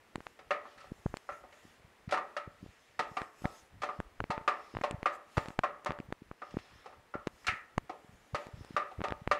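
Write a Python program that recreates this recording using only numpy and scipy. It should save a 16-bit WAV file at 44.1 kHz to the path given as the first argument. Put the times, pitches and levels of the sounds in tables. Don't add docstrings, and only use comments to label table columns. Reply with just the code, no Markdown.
import sys
import numpy as np
from scipy import signal
from scipy.fft import rfft, irfft, next_fast_len
from scipy.io import wavfile
from scipy.ndimage import uniform_filter1d, map_coordinates

SR = 44100
rng = np.random.default_rng(int(sys.argv[2]) if len(sys.argv) > 2 else 0)


def dump(signal):
    limited = np.clip(np.atleast_2d(signal).T, -1, 1)
    pcm = np.round(limited * 32767).astype(np.int16)
    wavfile.write(sys.argv[1], SR, pcm)


def elevation(decibels):
    levels = np.asarray(decibels, float)
    return 10 ** (levels / 20)


N = 414099

# time in seconds, level in dB.
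ROOM_LEVEL = [
    (0.0, -60.5),
    (2.07, -60.5),
    (2.3, -58.5),
    (2.51, -64.5),
    (4.26, -60.5),
    (4.42, -59),
    (6.49, -63),
    (8.39, -60),
    (9.02, -58),
    (9.39, -61),
]
# frequency in Hz, level in dB per Hz.
ROOM_COLOUR = [(120, -30), (200, -6), (447, -1.5), (577, -3.5), (655, -4), (1220, -5), (1550, -6.5),
               (1850, -5), (4300, -18), (11500, -27), (15700, -39)]
# frequency in Hz, level in dB per Hz.
DRAUGHT_COLOUR = [(15, -3), (40, 2), (120, -1.5), (300, -10.5), (500, -42)]
# frequency in Hz, level in dB per Hz.
PORT_HISS = [(59, -44), (100, -1), (532, -5.5), (1240, -21), (3570, -15.5), (4510, -13.5), (15700, -11)]
# start in seconds, length in seconds, narrow jet in dB, broad sizzle in dB, low fry in dB.
STEAM_SWELLS = [(0.194, 0.17, -81, -74.5, -75), (0.61, 0.19, -96, -85, -64), (0.775, 0.11, -86, -94, -63),
                (0.856, 0.47, -81, -75.5, -71), (1.287, 0.14, -85, -74, -78), (1.49, 0.3, -85, -74, -67),
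                (2.465, 0.6, -82, -80, -67), (3.077, 0.21, -72, -72, -67), (3.359, 0.29, -74, -66.5, -63),
                (3.804, 0.2, -80, -84, -66), (4.522, 0.31, -71.5, -89, -66), (5.12, 0.048, -86, -65.5, -65),
                (5.292, 0.25, -76, -68.5, -61.5), (6.407, 0.52, -73.5, -85, -63.5),
                (7.31, 0.3, -75, -72.5, -69.5), (7.905, 0.71, -99, -81, -84), (8.373, 0.11, -80, -78, -62),
                (8.532, 0.32, -72.5, -86, -65)]
# centre in Hz, width in Hz, level in dB.
JET_PEAKS = [(3900, 900, -10), (5220, 500, 3), (6400, 1500, -12), (9600, 960, -16)]
# centre in Hz, width in Hz, level in dB.
SIZZLE_PEAKS = [(5730, 4700, -10), (7000, 2700, 5), (11300, 2900, -3.5)]
# centre in Hz, width in Hz, level in dB.
FRY_PEAKS = [(2180, 4100, -2), (3720, 4200, -23.5)]
# time in seconds, peak in dB, width in ms.
AIR_PUFFS = [(0.1574, -30, 0.5), (1.141, -42, 0.19), (1.654, -44, 0.8), (1.852, -47, 1.8),
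             (2.48, -36.5, 1.95), (2.631, -35.5, 1.06), (2.6413, -40, 0.84), (3.442, -35, 1),
             (3.455, -22.5, 0.76), (3.9953, -31.5, 1.54), (4.2127, -23, 0.24), (4.2237, -33, 2.6),
             (4.3023, -28, 1.07), (4.762, -31.5, 2.3), (4.8166, -26, 0.55), (5.3792, -18.5, 1.27),
             (5.989, -28, 0.21), (6.1243, -41, 0.7), (6.222, -37, 0.79), (6.5472, -33.5, 1.8),
             (6.571, -22, 0.73), (7.155, -15, 0.24), (7.2726, -16, 0.36), (7.486, -39, 0.97),
             (7.526, -42, 1.3), (7.5356, -42, 1), (8.341, -29.5, 1.85), (8.616, -37, 2.4),
             (8.747, -38.5, 1.4), (8.991, -29, 2.4), (8.9936, -20, 0.2), (9.006, -30, 0.47),
             (9.017, -32, 1.24), (9.1194, -32.5, 3.4), (9.2211, -37.5, 1.6)]
# time in seconds, peak in dB, width in ms.
AIR_SUCTIONS = [(0.1591, -30, 0.83), (0.182, -34.5, 0.54), (0.268, -26.5, 0.33), (0.9205, -35.5, 0.9),
                (1.062, -18.5, 1.03), (2.081, -30.5, 1.47), (2.4764, -29, 0.28), (2.9985, -32, 0.51),
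                (3.119, -41, 1.5), (4.0717, -38.5, 6.7), (4.2043, -8.5, 0.17), (4.7418, -33.5, 0.53),
                (4.9302, -34, 0.79), (4.947, -27.5, 1.85), (4.9871, -41, 2.8), (5.384, -33, 2.2),
                (5.4861, -37, 1.1), (5.5061, -36, 0.55), (5.5919, -31, 1.1), (5.8973, -30, 1.36),
                (6.003, -28.5, 0.86), (6.0912, -39.5, 1.65), (7.495, -32.5, 2.6), (7.7802, -27.5, 1.1),
                (8.048, -46, 0.8), (8.096, -45.5, 1.5), (8.489, -31.5, 0.24), (8.544, -33.5, 2.17),
                (8.6105, -41, 0.7), (8.7092, -34.5, 0.78), (9.276, -36, 2.5)]
# time in seconds, peak in dB, width in ms, splash in dB relative to the peak.
DROPLET_SPITS = [(0.2682, -23, 0.097, -32), (1.1703, -25, 0.05, -12), (2.663, -36.5, 0.41, -31),
                 (3.4212, -41, 0.45, -13), (3.4555, -16, 0.13, -42), (4.2042, -13.5, 0.15, -38),
                 (4.241, -21, 0.12, -38), (4.7696, -17.5, 0.13, -40), (4.788, -28, 0.15, -34),
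                 (4.8129, -25, 0.12, -37), (5.381, -9.5, 0.15, -26), (5.9071, -17.5, 0.12, -39),
                 (5.9201, -25, 0.092, -28), (6.0018, -33, 0.099, -29), (6.5423, -29.5, 0.4, -34),
                 (6.5706, -24.5, 0.16, -38.6), (6.588, -34, 0.081, -33), (7.156, -37, 0.14, -33),
                 (7.2722, -19.5, 0.072, -18), (7.278, -32, 0.099, -23), (9.0066, -26, 0.13, -36),
                 (9.017, -22.5, 0.11, -44), (9.085, -24, 0.07, -27)]
# rebound rate in Hz, level in dB relative to the spike.
SPIT_REBOUNDS = [(1220.0, -21), (2200.0, -19), (1000.0, -26), (6300.0, -14), (2080, -6), (1470.0, -11.5),
                 (2200.0, -12), (1050.0, -15), (1920.0, -19), (1920.0, -12), (870, -25), (1100.0, -17),
                 (1760.0, -19), (2590.0, -3), (920.0, -25), (5430, -25), (1430, -21), (2100.0, -12),
                 (2550, -43), (1000.0, -3), (1290, -26), (6340, -34), (1220.0, -10)]
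# time in seconds, peak in dB, width in ms, splash in dB relative to the peak.
BUBBLE_COLLAPSES = [(0.1577, -20, 0.1, -21.5), (0.2055, -32, 0.12, -26), (0.9203, -31, 0.51, -38),
                    (1.0636, -19.5, 0.24, -41), (1.1414, -20.5, 0.17, -33), (3.218, -22, 0.097, -29),
                    (4.0024, -18.5, 0.15, -29.5), (4.379, -20.5, 0.14, -37), (4.413, -37, 0.17, -31),
                    (4.7506, -26.5, 0.12, -36), (4.8164, -23, 0.13, -30), (4.9107, -22.5, 0.099, -14.5),
                    (5.0303, -21, 0.11, -30), (5.459, -28, 0.098, -23), (5.4853, -28, 0.096, -16.5),
                    (5.5051, -30, 0.12, -32), (5.5912, -10, 0.11, -27), (5.8478, -32.5, 0.057, -7),
                    (5.9887, -28, 0.12, -32), (6.105, -39, 0.3, -26), (6.1256, -19, 0.13, -29),
                    (6.3143, -27, 0.17, -38), (7.7804, -11.5, 0.13, -27.5), (8.469, -33, 0.14, -21),
                    (8.648, -37, 0.13, -16), (9.1066, -26.5, 0.09, -22), (9.1232, -17, 0.12, -34),
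                    (9.276, -15, 0.12, -34)]
# rebound rate in Hz, level in dB relative to the spike.
COLLAPSE_REBOUNDS = [(950, -15), (1760.0, -17), (3680.0, -25), (1630.0, -23), (1130.0, -27), (1630, -8),
                     (1630.0, -15), (1420.0, -15), (1170, -3), (1030, -12), (2100.0, -10), (2680, -6.5),
                     (2080, -10.5), (980.0, -24), (2760.0, -12), (770.0, -27), (800, -14.5), (2760.0, -23),
                     (1760.0, -12), (3680.0, -30), (1780, -15), (1220.0, -10), (1095, -11.5), (2200.0, -7),
                     (3150.0, -22), (1750, -6), (1340.0, -30), (2000.0, -14)]
# centre in Hz, width in Hz, level in dB.
CAPSULE_PEAKS = [(3340, 500, 8), (4440, 470, 11), (6900, 2060, 8.5), (8600, 4000, -3.5)]
# frequency in Hz, level in dB, decay by 60 dB in seconds.
GRIDDLE_MODES = [(435, -18.5, 0.86), (571, -8.5, 0.43), (587.7, 0.5, 0.38), (650, -11, 0.15),
                 (748.2, 1.5, 0.18), (891, -8, 0.48), (910.6, -5.5, 0.17), (1067, -1.5, 0.17),
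                 (1150, -13.5, 0.12), (1190, -3.5, 0.22), (1240, -6, 0.35), (1303, -4.5, 0.35),
                 (1354, -4, 0.29), (1403, -7, 0.19), (1576, -31, 0.068), (1696, -4, 0.32),
                 (1778, -1.5, 0.26), (2016, -10, 0.46), (1850, -3, 0.23), (1916, -0.5, 0.36),
                 (2178, -17, 0.2), (2300, -31, 0.1), (2400, -12, 0.4), (2630, -5, 0.14),
                 (2782, -8.5, 0.083)]
# time in seconds, peak in dB, low modes and crack in dB relative to the peak, favoured mode in Hz.
BIG_BURSTS = [(1.291, -29, -4.5, -23, 1374), (2.1243, -28.5, 9, -2.5, 1310),
              (2.1406, -21, -5.5, -15.5, 1276), (2.1741, -22, -4, -20, 1160),
              (2.367, -25.5, -6.5, -11, 1285), (2.9928, -24.5, 3, -5, 1255),
              (3.1696, -24, -1.5, -13.5, 1175), (3.834, -27.5, 2, -8.5, 1240), (3.8904, -29, 0, -23, 1208),
              (4.305, -27, 3, -7, 1240), (4.4782, -15.5, -4, -14.5, 1170), (4.8373, -25, 2.5, -9, 1100),
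              (5.0585, -17, -4.5, -16, 1193), (5.3706, -28, 3.5, -5.5, 1240), (5.636, -17, -5.5, -21, 1110),
              (5.861, -24.5, -1, -11, 1140), (7.1406, -27.5, -4, -27.5, 1370), (7.4689, -31, -6.5, 7, 1340),
              (8.347, -28.5, 4.5, -3.5, 1240), (8.766, -17, -5.5, -17, 1200),
              (9.0402, -27, 3.5, -9.5, 1220), (9.3143, -16.5, -4.5, -11.5, 1164)]
# modes near 590 Hz and near 900 Hz, in dB over the 750 Hz mode.
BIG_BURST_SHARES = [(7, -21), (5, -4), (4, 5), (-9, 1), (10, -2), (-2.5, 3), (-13, -5), (2.5, -9),
                    (-6, -14), (4, 10), (-1, -6), (5.5, 2), (4.5, -16), (1, 4), (2.5, -12), (5, 2.5),
                    (0.5, -9), (-5, 4), (5.5, 0), (5.5, -9), (3.5, 3.5), (8.5, -7)]
# time in seconds, peak in dB, low modes, crack and high modes in dB relative to the peak.
SMALL_POPS = [(0.391, -54.5, 14, 2, 0), (0.5077, -23.5, 1, -10.5, -5), (0.6548, -39, -3, -28, -23),
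              (0.7787, -45.5, -25, -6, -10), (0.805, -44, -20, -4, -14), (0.843, -54, 10.5, -20, -17),
              (0.866, -50, -8, -15, -14), (1.3222, -35, -29, -22, -15), (1.4384, -49.5, 10.5, -24, -14),
              (1.5264, -70.5, 10, 16, 15.5), (2.0917, -49.5, 12, 1, 0.5), (2.111, -38.5, 0, 6.5, -3),
              (3.4445, -33, 4.5, -14, -21), (3.8198, -34.5, 0.5, -2.5, -8), (6.4194, -32.5, -2, -22, -17),
              (6.508, -57, 5, 5, -3), (6.5883, -58.5, 10, 10, 5), (6.8437, -52, 0, -7, -18),
              (6.8598, -45, 10.5, -4, -10), (6.9272, -45.5, 1, -19, -21), (7.446, -50.5, -3, -3, -2),
              (7.4826, -25, -5.5, -10.5, 2.5), (7.896, -40, 13.5, -6, -10),
              (8.8199, -33.5, -23, -39, -15.5), (8.915, -56.5, 18, 1, -3)]
# modes near 590 Hz and near 900 Hz in dB over the 750 Hz mode, favoured mode in Hz.
SMALL_POP_SHARES = [(-15, -11, 1290), (8, -16, 1244), (-4, -10, 1200), (-5, -10, 1300), (-9, -10, 1310),
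                    (5, -12, 1250), (0, -5, 1300), (5, -7, 1330), (-2, -8, 1280), (16, 3, 1357),
                    (-4, -9, 1308), (2, -2, 1314), (-5, -4, 1300), (-9, 3, 1250), (0, -15, 1254),
                    (0, -5, 1240), (-7, -8, 1550), (-7, -4, 1300), (-5, 0, 1250), (0, -10, 2100),
                    (-7, 2, 1250), (-11, 2.5, 1300), (-10, -8, 1249), (21, -2, 1244), (-7, -8, 1190)]
# frequency in Hz, level in dB.
WALL_COLOUR = [(250, -3), (420, 0), (1200, -2.5), (1600, 0.5), (2200, 3.5), (3200, -10.5), (6000, -23.5),
               (10000, -36), (13000, -50), (16000, -61)]
# frequency in Hz, decay by 60 dB in seconds.
KITCHEN_DECAY = [(300, 0.69), (1200, 0.59), (2500, 0.42), (5000, 0.3), (12000, 0.33)]


def along(points, hz):
    f, v = np.transpose(points)
    return np.interp(np.log(hz + 1), np.log(f + 1), v)


def shaped(spectrum):
    return lambda hz: elevation(along(spectrum, hz))


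def resonant(peaks):
    return lambda hz: sum(elevation(db) / (1 + ((hz - c) / w * 2) ** 2) for c, w, db in peaks)


def filtered(x, response):
    m = next_fast_len(N + SR // 2)
    return irfft(rfft(x, m) * response(np.fft.rfftfreq(m, 1 / SR)), m)[..., :N]


def unit(x):
    return x / np.sqrt(np.mean(x ** 2) + 1e-20)


def rush(colour, patchy_db):
    z = signal.stft(rng.standard_normal(N + 512), nperseg=512)[2]
    field = uniform_filter1d(rng.standard_normal(z.shape), 8, 0)
    field = uniform_filter1d(field, 10, 1)
    noise = signal.istft(z * elevation(patchy_db * unit(field)), nperseg=512)[1][:N]
    return unit(filtered(noise, colour))


def placed(times, shapes, before):
    index = np.round(times * SR).astype(int)[:, None] - before + np.arange(shapes.shape[1])
    return np.bincount(index.ravel(), shapes.ravel(), N + SR)[:N]


def air(gusts):
    tone_db = np.interp(np.arange(N) / SR, *np.transpose(ROOM_LEVEL))
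    tone = elevation(tone_db - 4.5) * rush(shaped(ROOM_COLOUR), patchy_db=0.14)
    stirred = uniform_filter1d(np.abs(gusts), 3000, origin=1400)
    stirred = np.abs(uniform_filter1d(stirred, 800)) ** 0.69
    lumps_db = 3.5 * map_coordinates(rng.standard_normal(N // 1500 + 4), [np.arange(N) / 1500])
    draught = unit(elevation(lumps_db) * rush(shaped(DRAUGHT_COLOUR), patchy_db=4.0))
    return tone + (elevation(-69.5) + elevation(-27) * stirred) * draught


def steam():
    start, length, *levels = np.transpose(STEAM_SWELLS)[:, :, None]
    u = (np.arange(0, N + 64, 64) / SR - start) / length
    swell = np.exp(-np.abs(2 * u - 1) ** 2.9)
    jet, sizzle, fry = [np.repeat(np.sum(elevation(db) * swell, axis=0), 64)[:N] for db in levels]
    humming = FRY_PEAKS + [(hz, 45, db) for hz, db, t60 in GRIDDLE_MODES]
    hiss = jet * rush(resonant(JET_PEAKS), patchy_db=3)
    hiss = hiss + sizzle * rush(resonant(SIZZLE_PEAKS), patchy_db=3.2)
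    return hiss + fry * rush(resonant(humming), patchy_db=2.4)


def puffs():
    s, db, width_ms = np.transpose(AIR_PUFFS + AIR_SUCTIONS)[:, :, None]
    direction = np.where(np.arange(len(s)) < len(AIR_PUFFS), 1, -1)[:, None]
    u = np.arange(-1200, 800) / SR * 1000 / np.clip(width_ms, 0.2, 6)
    lead = 0.62 * np.exp(-(u + 2) ** 2)
    lump = direction * elevation(db) * (np.exp(-u * u) - lead)
    mesh_hz, vent_hz = 500, 40

    def capsule(f):
        return f * f / (f * f + vent_hz ** 2) / (1 + (f / mesh_hz) ** 6)

    return filtered(placed(s[:, 0], lump, before=1200), capsule)


def spits():
    s, db, width_ms, splash_db = np.transpose(DROPLET_SPITS + BUBBLE_COLLAPSES)[:, :, None]
    direction = np.where(np.arange(len(s)) < len(DROPLET_SPITS), 1, -1)[:, None]
    rebound_hz, rebound_db = np.transpose(SPIT_REBOUNDS + COLLAPSE_REBOUNDS)[:, :, None]
    t = np.arange(-100, 300) / SR
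    u = t * 1000 / width_ms

    def shape(u):
        return np.exp(-u * u / (1 + 1.2 * np.logaddexp(0, u)))

    spike = shape(u)
    cycle = 1000 / rebound_hz / width_ms
    stray = rng.normal(0, 0.08, (len(s), 4))
    swing = 0
    for k in range(4):
        late = cycle * (k + 1 + stray[:, k, None])
        swing = swing + elevation(3.5 - 7 * k) * shape(1.1 * (u - late))
    swell = np.exp(t / 0.001) * (t < 0) * (1 - spike)
    pulse = direction * elevation(db) * (spike - 0.092 * swell + elevation(rebound_db) * swing)
    splash = elevation(splash_db) * rng.standard_normal((len(s), len(t)))
    splash = splash * (t > 0) * elevation(-60 * np.abs(t) / 0.0045)
    ticks = placed(s[:, 0], elevation(db) * splash, before=100)
    return placed(s[:, 0], pulse, before=100) + filtered(ticks, resonant(CAPSULE_PEAKS))


def bursts():
    big = [(s, db, low, crack, -6 + 0.53 * crack, hz) for s, db, low, crack, hz in BIG_BURSTS]
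    pops = [(*pop, hz) for pop, (deep, upper, hz) in zip(SMALL_POPS, SMALL_POP_SHARES)]
    s, db, low_db, crack_db, high_db, favoured_hz = np.transpose(big + pops)[:, :, None]
    shares = BIG_BURST_SHARES + [share[:2] for share in SMALL_POP_SHARES]
    deep_db, upper_db = np.transpose(shares)[:, :, None]
    t = np.arange(SR // 2) / SR
    hz, level_db, t60 = np.transpose(GRIDDLE_MODES)

    def above(f, edge_hz, steep):
        return 1 / (1 + (edge_hz / (f + 1)) ** steep)

    def colour_db(f):
        low = (low_db - 0.5) * (1 - above(f, 1073, 12.0))
        high = (high_db + 4.5) * above(f, 1484, 9.7)
        return low + high + (crack_db - high_db + 8.5) * above(f, 3120, 8.1)

    spot_db = 12 * np.exp(-(np.log(hz / favoured_hz) / 0.055) ** 2) - 1
    share_db = (deep_db - 3.1) * ((hz > 520) & (hz < 670))
    share_db = share_db + (upper_db + 1.1) * ((hz > 850) & (hz < 950))
    chance = rng.standard_normal((len(s), 2, len(hz)))
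    strength = elevation(spot_db + share_db + level_db + 0.64 * chance[:, 0])
    swings = elevation(-60 * t / t60[:, None]) * np.exp(2j * np.pi * hz[:, None] * t)
    struck = elevation(db - 17 + colour_db(hz) - 2 * above(hz, 1500, 9)) * strength
    ring = np.imag((struck * np.exp(0.7j * chance[:, 1])) @ swings)

    f, frames, z = signal.stft(rng.standard_normal((len(s), len(t))), SR, nperseg=768)
    blur = 1 / (1 + ((f - hz[:, None]) / 26) ** 2) ** 2
    blurred = np.sqrt(strength ** 2 @ blur)
    fade = elevation(-60 * frames / along(KITCHEN_DECAY, f)[:, None])
    crack = elevation(along(WALL_COLOUR, f))[:, None] * fade ** 1.5
    z = z * elevation(db - 5.5 + colour_db(f))[:, :, None] * (blurred[:, :, None] * fade + crack)
    walls = signal.istft(z, SR, nperseg=768)[1][:, :len(t)]

    damping = 1 + 1.23 * np.exp(-(t / 0.016) ** 2)
    onset = 1 - np.exp(-t / 0.00076)
    knocks = placed(s[:, 0], (ring + walls) * damping * onset, before=50)
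    rim_hz = 320
    return signal.lfilter(*signal.butter(2, rim_hz, "high", fs=SR), knocks)


def scene():
    gusts = puffs()
    mono = air(gusts) + steam() + gusts + spits() + bursts()
    return mono * elevation([[0.16], [-0.16]])


def band_limit(x):
    return signal.sosfilt(signal.butter(12, 16320, fs=SR, output="sos"), x)


def record(dry):
    hiss = elevation(-82) * np.array([rush(shaped(PORT_HISS), patchy_db=1.5) for port in dry])
    top_hz, bass_cut_hz = 15740, 25

    def band(hz):
        return (hz < top_hz) * hz * hz / (hz * hz + bass_cut_hz ** 2)

    return band_limit(filtered(dry + hiss, band))


dry = scene()
out = record(dry)
dump(out)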